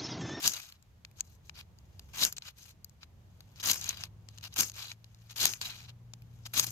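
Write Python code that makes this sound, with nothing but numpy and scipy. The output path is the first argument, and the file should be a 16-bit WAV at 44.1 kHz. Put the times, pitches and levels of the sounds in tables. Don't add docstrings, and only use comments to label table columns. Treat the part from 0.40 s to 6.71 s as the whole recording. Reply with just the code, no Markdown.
import sys
import numpy as np
from scipy import signal
from scipy.fft import rfft, irfft
from scipy.io import wavfile
from scipy.ndimage import uniform_filter1d

SR = 44100
rng = np.random.default_rng(int(sys.argv[2]) if len(sys.argv) > 2 else 0)


def undo_db(level):
    steps = np.asarray(level, float) / 20
    return 10 ** steps


def log_audio(samples):
    frames = np.atleast_2d(samples).T
    limited = np.clip(frames, -1, 1)
    pcm = np.round(limited * 32767).astype(np.int16)
    wavfile.write(sys.argv[1], SR, pcm)


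N = 278344

# freq_hz [Hz], level_db [dB, relative], t60_s [s]
STEEL_MODES = [(1695, -5, 0.034), (2480, 1, 0.015), (2824, -3, 0.066), (4005, 2.5, 0.037), (4347, 5, 0.012),
               (4810, 0.5, .02), (5437, -0.5, 0.016), (6010, -3, .015), (6465, 0.5, 0.032), (7360, 2, .015),
               (8260, -7, 0.0025), (11550, -5, .012), (11900, -5, 0.0076), (14160, -1.5, .01)]
# [dB per Hz, relative]
CONTACT_SPECTRUM = [(400, -30.5), (700, -18), (1600, -15.5), (2100, -17), (3200, -8.5), (4200, -5),
                    (5700, -4.5), (6500, 3.5), (7800, -8), (9900, -16.5), (12200, 1.5), (14000, -12.5),
                    (15600, -18), (16300, -46)]
APART_DB = -3


def unit(x):
    return x / np.sqrt(np.mean(x ** 2))


def colour(x, points):
    hz, db = np.transpose(points)
    grid_hz = np.arange(2049) * SR / 4096 + 1
    log_gain = np.interp(np.log(grid_hz), np.log(hz), db) * np.log(10) / 20
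    cepstrum = irfft(log_gain)[:2048]
    folded = cepstrum * np.r_[1, 2 * np.ones(2047)]
    response = irfft(np.exp(rfft(folded, 4096)))
    return signal.fftconvolve(x, response)[:len(x)]


def parts(x):
    edges_hz = [2800, 5000, 9000]
    low, mid, top = edges_hz
    shapes = (low, "low"), ([low, mid], "band"), ([mid, top], "band"), (top, "high")
    filters = [signal.butter(4, hz, kind, fs=SR, output="sos") for hz, kind in shapes]
    return [signal.sosfilt(sos, x) for sos in filters]


def walk(rate):
    hold = max(int(SR / rate), 2)
    levels = np.repeat(rng.standard_normal(N // hold + 1), hold)
    return unit(uniform_filter1d(levels, hold)[:N])


def tail(t60, seconds):
    t = np.arange(int(seconds * SR)) / SR
    h = rng.standard_normal(len(t)) * 1000. ** (-t / t60)
    return h / np.sqrt(np.sum(h ** 2))


def ports(common, apart, apart_db):
    return common + undo_db(apart_db) * apart * np.array([[1], [-1]])


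def rubbing():
    gains = pressure()
    middle_gain = gains[2]
    gains = [gain * unit(undo_db(2 * walk(120))) for gain in gains]
    roughness = np.repeat(rng.exponential(size=N), 16)[:N]
    slips = unit(undo_db(2.0 * walk(600) + 1.4 * walk(200) + 1.02 * roughness))
    feeds = [undo_db(db + 3.5 * walk(40)) for _, db, _ in STEEL_MODES]
    ring_db = -8.5
    voices = []
    for noise in rng.standard_normal((2, N)):
        grit = unit(noise * slips)
        rings = []
        for (hz, _, t60), feed in zip(STEEL_MODES, feeds):
            pole = np.exp(2j * np.pi * hz / SR - np.log(1000) / (t60 * SR))
            resonance = signal.lfilter([1], [1, -pole], grit).imag
            rings.append(feed * unit(resonance))
        rub = colour(grit + undo_db(ring_db) * unit(sum(rings)), CONTACT_SPECTRUM)
        singing = sum(rings[1:4])
        bands = [unit(band) for band in parts(rub) + [singing]]
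        voices.append(sum(gain * band for gain, band in zip(gains, bands)))

    # [dB per Hz, relative]
    hand_spectrum = [(40, -14), (90, -4.5), (200, -4), (350, -7), (800, -18.5), (2500, -39.5)]
    hand_db, knee_db = -16.5, -47.5
    press = middle_gain ** 2 / (middle_gain + undo_db(knee_db))
    thud = [undo_db(hand_db) * press * unit(colour(noise, hand_spectrum))
            for noise in rng.standard_normal((2, N))]
    return ports(*voices, APART_DB), ports(*thud, -10)


def pressure():
    # touch_s [s], touch_db [dB], peak_s [s], peak_db [dB], stop_s [s]
    strokes = [(0.0, -51, 0.064, -28, 0.14), (1.735, -53, 1.836, -28.5, 1.891),
               (3.23, -42.5, 3.305, -29.5, 3.402), (4.16, -45, 4.198, -26, 4.25),
               (4.961, -46.5, 5.044, -27.5, 5.14), (6.137, -42, 6.188, -27.5, 6.24)]
    # dull_db [dB], body_db [dB], bright_db [dB]
    stroke_colour = [(-1.5, -1, -2.5), (-9.5, 0, -1.5), (-8.5, -16.5, -7)]
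    # start_s [s], length_s [s], start_db [dB], end_db [dB], weight_db [dB]
    light_rubs = [(.136, 0.069, -45.5, -52.5, -1.5), (.226, 0.046, -50, -58.5, -2.5),
                  (.286, 0.006, -56, -55.5, -2), (.305, 0.061, -66, -70.5, -1.5),
                  (.77, 0.03, -64, -58.5, -3), (.85, .11, -66, -68, -8.5), (1.046, 0.052, -65.5, -69, -6.5),
                  (1.155, 0.052, -60.5, -55.5, 2.5), (1.922, .01, -58, -57.5, -6),
                  (2.025, 0.062, -63, -50.5, 1.5), (2.178, 0.13, -58, -57.5, -6),
                  (2.621, 0.011, -65.5, -63, 6.5), (3.17, 0.023, -62, -63.5, 4.5),
                  (3.42, 0.082, -50, -43, -2), (3.52, 0.031, -53.5, -59, 3.5),
                  (3.574, 0.081, -53.5, -56.5, 2), (3.89, .13, -72, -70.5, 0.5),
                  (4.05, .004, -49.5, -50, 2), (4.134, 0.0017, -55, -63, 4),
                  (4.224, .068, -38.5, -48.5, -12.5), (4.355, 0.17, -48.5, -56.5, -0.5),
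                  (5.155, 0.054, -56.5, -61.5, -8), (5.29, 0.17, -53.5, -62.5, 2),
                  (5.488, 0.012, -61.5, -63.5, 6.5), (6.23, 0.0068, -41.5, -34.5, -9.5),
                  (6.272, 0.0054, -37, -37, -11), (6.303, 0.0026, -49, -40, -20)]
    # start_s [s], length_s [s], start_db [dB], end_db [dB], weight_db [dB]
    skids = [(1.969, 0.018, -44, -58, -4), (3.2, .018, -47, -51, -3), (4.028, .052, -54.5, -56, 0),
             (4.897, 0.0335, -54.5, -55, -1), (5.214, .075, -42.5, -49.5, -1.5),
             (6.057, .015, -46, -50, -1)]
    # dull_db [dB], body_db [dB]
    rub_lows = (-3.5, 2)
    rub_dull_db, rub_body_db = rub_lows
    rub_bright_db, sing_at_rest_db = -3.5, -7.5
    lifted_db = -80
    slip_off_s, slip_off_db = 0.018, -5.5
    run_out_db = -20.5
    swell_db, swell_db_per_s = -68.5, 21.5
    fade_in_db_per_s, fade_out_db_per_s, drop_db_per_s = 798.5, 698, 4000
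    spent_db_per_s = 380

    t = np.arange(0, N + 44, 44) / SR
    rubs, free_s = [], 0.
    for touch, touch_db, peak, peak_db, stop in strokes:
        times = [touch, peak, peak + slip_off_s, stop + slip_off_s]
        levels = [touch_db, peak_db, peak_db + slip_off_db, peak_db + run_out_db]
        before, after = np.maximum(touch - t, 0), np.maximum(t - stop, 0)
        push = np.interp(t, times, levels) - drop_db_per_s * before
        swell = np.where(t > free_s, swell_db - swell_db_per_s * before, lifted_db)
        db = np.maximum(push, swell) - spent_db_per_s * after
        tints = [np.interp(t, [touch, peak, stop], column) for column in np.transpose(stroke_colour)]
        rubs.append((db, *tints, lifted_db))
        free_s = stop

    kinds = (light_rubs, fade_in_db_per_s, fade_out_db_per_s), (skids, drop_db_per_s, drop_db_per_s)
    for table, on, off in kinds:
        for start, length, start_db, end_db, weight_db in table:
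            stop = start + length
            db = np.interp(t, [start, stop], [start_db, end_db])
            db = db - on * np.maximum(start - t, 0) - off * np.maximum(t - start - length, 0)
            rubs.append((db, weight_db + rub_dull_db, weight_db + rub_body_db, rub_bright_db,
                         weight_db + sing_at_rest_db))

    power = 0
    for db, dull_db, body_db, bright_db, sing_db in rubs:
        gain = np.maximum(undo_db(db) - undo_db(lifted_db), 0)
        part_levels = dull_db, body_db, 0, bright_db, sing_db
        power = power + np.array([gain * undo_db(part_db) for part_db in part_levels]) ** 2
    return [np.interp(np.arange(N) / SR, t, np.sqrt(row)) for row in power]


def ticks():
    # [Hz, near which the steel answers most]
    contacts = [(0.0761, -11.5, -9.5, -1, 6400), (0.1355, -30.5, -19, -5, 6000),
                (0.3227, -51.5, 6.5, 6, 4400), (0.425, -55.5, -4.5, 1.5, 7300), (0.6488, -44, 4, -9, 2500),
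                (0.7125, -60, -5, 6, 2500), (0.7976, -40, -16, -27, 6400),
                (0.8062, -17, -18.5, -14.5, 7300), (1.0948, -42.5, 5.5, -9, 2500),
                (1.21, -48, 2, -18, 2500), (1.3866, -54, -7.5, -5, 4850), (1.594, -41, -2, -2.5, 4850),
                (1.8495, -13.5, -10, 0, 6400), (1.8743, -34.5, -18.5, 3, 6000),
                (1.9248, -30, -11, 2.5, 6400), (1.9656, -34.5, -13, -18, 7300),
                (1.9815, -29.5, -7.5, -11, 7300), (2.0213, -49.5, 12, -10, 4350),
                (2.4447, -38, -16, 3.5, 4850), (2.4949, -50.5, -11.5, -6, 7300),
                (2.6305, -54, 12, -14.5, 2500), (3.0055, -50, 3, 4.5, 4350), (3.1585, -51.5, -1, -3, 5400),
                (3.2975, -23.5, 5, -12, 4000), (3.3135, -17, -8, 4.5, 6400), (3.3325, -24, -10, -7.5, 6400),
                (3.4119, -26, -20, -7, 6400), (3.4422, -29.5, -11, -4, 6400),
                (3.491, -18.5, -11.5, -6, 6400), (3.5065, -36, 4, -4, 2800), (3.5715, -45.5, 3.5, 4, 2800),
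                (3.6366, -32, 3.5, -8, 5400), (3.8865, -45.5, 0.5, -10, 7300),
                (3.976, -47.5, -0.5, -5, 5400), (3.9835, -41, -1.5, -5, 7300), (4.01, -50.5, 0, -6, 2800),
                (4.0386, -44.5, 9, 5.5, 5400), (4.1398, -41, -8, 3.5, 6000), (4.161, -34, -2.5, 1, 2800),
                (4.1879, -21, -9, 0, 6400), (4.2062, -13.5, -13.5, 3.5, 6400), (4.2313, -42, 6, -10, 1600),
                (4.2972, -29.5, -13.5, -10, 6400), (4.3171, -44, -4, 0, 6400),
                (4.5158, -40, 5.5, -20, 2500), (4.6429, -48.5, 0, -6, 4000),
                (4.7456, -52.5, -6.5, -3.5, 4000), (4.8985, -51.5, 3, -7, 2800),
                (4.9595, -42.5, 0.5, -9.5, 6400), (5.0543, -12, -5.5, 0.5, 6400),
                (5.1354, -33, 3.5, 1, 6400), (5.2136, -25.5, -3, -22, 4350), (5.7357, -41.5, 1, -6.5, 7300),
                (5.82, -59, 2, 5, 2500), (6.0626, -37.5, -12, -2, 4850), (6.14, -42.5, 3, 15.5, 6400),
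                (6.1955, -13, -5, -4, 6400)]
    # dull_db [dB], body_db [dB]
    contact_lows = (-1, 2.3)
    t60_s, attack_s = 0.009, 0.00099
    crack_db = 3.5
    favoured_db = -7.5

    out = np.zeros((2, N + 2048))
    t = np.arange(2048) / SR
    hz, mode_db, _ = np.transpose(STEEL_MODES)[:, :, None]
    fade = 1000. ** (-t / t60_s) * np.minimum(t / attack_s, 1)
    for start, db, weight_db, bright_db, near_hz in contacts:
        favoured = np.argmin(np.abs(hz - near_hz))
        dull_db, body_db = weight_db + np.array(contact_lows)
        for voice in out:
            strength, detune, phase = rng.standard_normal((3, len(STEEL_MODES), 1))
            waves = np.sin(2 * np.pi * hz * (1 + 0.03 * detune) * t + phase)
            modes = np.sum(undo_db(mode_db + 3.0 * strength) * waves, axis=0)
            crack = undo_db(crack_db) * rng.standard_normal(len(t))
            hit = colour(fade * (unit(modes) + crack), CONTACT_SPECTRUM)
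            dull, body, middle, bright = (part / np.max(np.abs(part)) for part in parts(hit))
            hit = middle + undo_db(dull_db) * dull + undo_db(body_db) * body + undo_db(bright_db) * bright
            ring_hz = hz[favoured] * (1 + 0.022 * detune[favoured])
            ring = fade / np.max(fade) * np.sin(2 * np.pi * ring_hz * t + 3 * phase[favoured])
            ring = undo_db(favoured_db) * np.max(np.abs(hit)) * ring
            first = int(start * SR)
            voice[first:first + len(t)] += undo_db(db) * (hit + ring)
    return ports(*out[:, :N], APART_DB)


def engine():
    # [dB, relative]
    course = [(2.6, 93, -69.5), (3.0, 100, -67), (3.5, 103, -61), (4.2, 106, -59.5), (4.6, 112, -64),
              (5.6, 118, -58), (6.31, 119, -55)]
    # [dB, relative]
    orders = [(.5, -15), (1, 3.5), (1.5, -12.5), (2, -20), (2.5, -30)]
    s, hz, db = np.transpose(course)
    t = np.arange(N) / SR
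    firing_hz = np.interp(t, s, hz) * (1 + 0.009 * walk(14))
    phase = 2 * np.pi * np.cumsum(firing_hz) / SR
    lines = sum(undo_db(line_db + 1.3 * walk(9)) * np.sin(multiple * phase) for multiple, line_db in orders)
    return np.sqrt(2) * lines * undo_db(np.interp(t, s, db, left=-90))


def background():
    # time_s [s], level_db [dB]
    rumble_course = [(0.0, -56), (0.259, -63.5), (0.98, -59), (1.85, -57), (2.13, -63), (3.501, -54.5),
                     (4.921, -62.5), (5.08, -59), (6.31, -57)]
    # [dB per Hz, relative]
    rumble_spectrum = [(15, -35.5), (35, -14), (55, -4), (90, 1.5), (150, -7), (200, -12.5), (260, -21.5),
                       (450, -25), (1000, -30.5), (3000, -58.5)]
    # [dB per Hz, relative]
    hiss_spectrum = [(150, -41), (600, -11.5), (1500, -10.5), (3000, -12.5), (5600, -17), (6500, -15),
                     (7600, -20.5), (9800, -27.5), (12200, -18), (14000, -22.5), (15600, -29.5),
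                     (16300, -63)]
    hiss_db = -74.5
    s, db = np.transpose(rumble_course)
    mid, side = (colour(rng.standard_normal(N), rumble_spectrum) for _ in range(2))
    side = colour(side, [(30, -10.5), (80, -15), (300, -7.5), (700, -2)])
    level = undo_db(np.interp(np.arange(N) / SR, s, db) + 0.88 * walk(4.5))
    rumble = ports(mid, side, 0) / np.std(mid) * level
    hiss = [unit(colour(rng.standard_normal(N), hiss_spectrum)) for _ in range(2)]
    return rumble + undo_db(hiss_db) * np.array(hiss)


def scene():
    # freq_hz [Hz], gain_db [dB]
    shadow = [(300, -8), (1300, 0), (4400, -3), (8000, -8.5), (13000, -6.5)]
    port_lag_s = 0.00013
    ground_db, ground_t60_s = -30.5, 0.08
    edge, thud = rubbing()
    left, right = edge + ticks()
    lag = np.exp(-2j * np.pi * np.arange(N // 2 + 1) * SR / N * port_lag_s)
    near = np.array([left, irfft(rfft(colour(right, shadow)) * lag, N)])
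    wet = [signal.fftconvolve(x, undo_db(ground_db) * tail(ground_t60_s, 0.15))[:N] for x in near]
    balance = undo_db(np.array([[0.8], [-0.8]]))
    return near + wet + (thud + engine()) * balance + background()


def low_pass(x):
    return signal.sosfilt(signal.butter(12, 16480, fs=SR, output="sos"), x)


def record(dry):
    return low_pass(dry)


dry = scene()
out = record(dry)
log_audio(out)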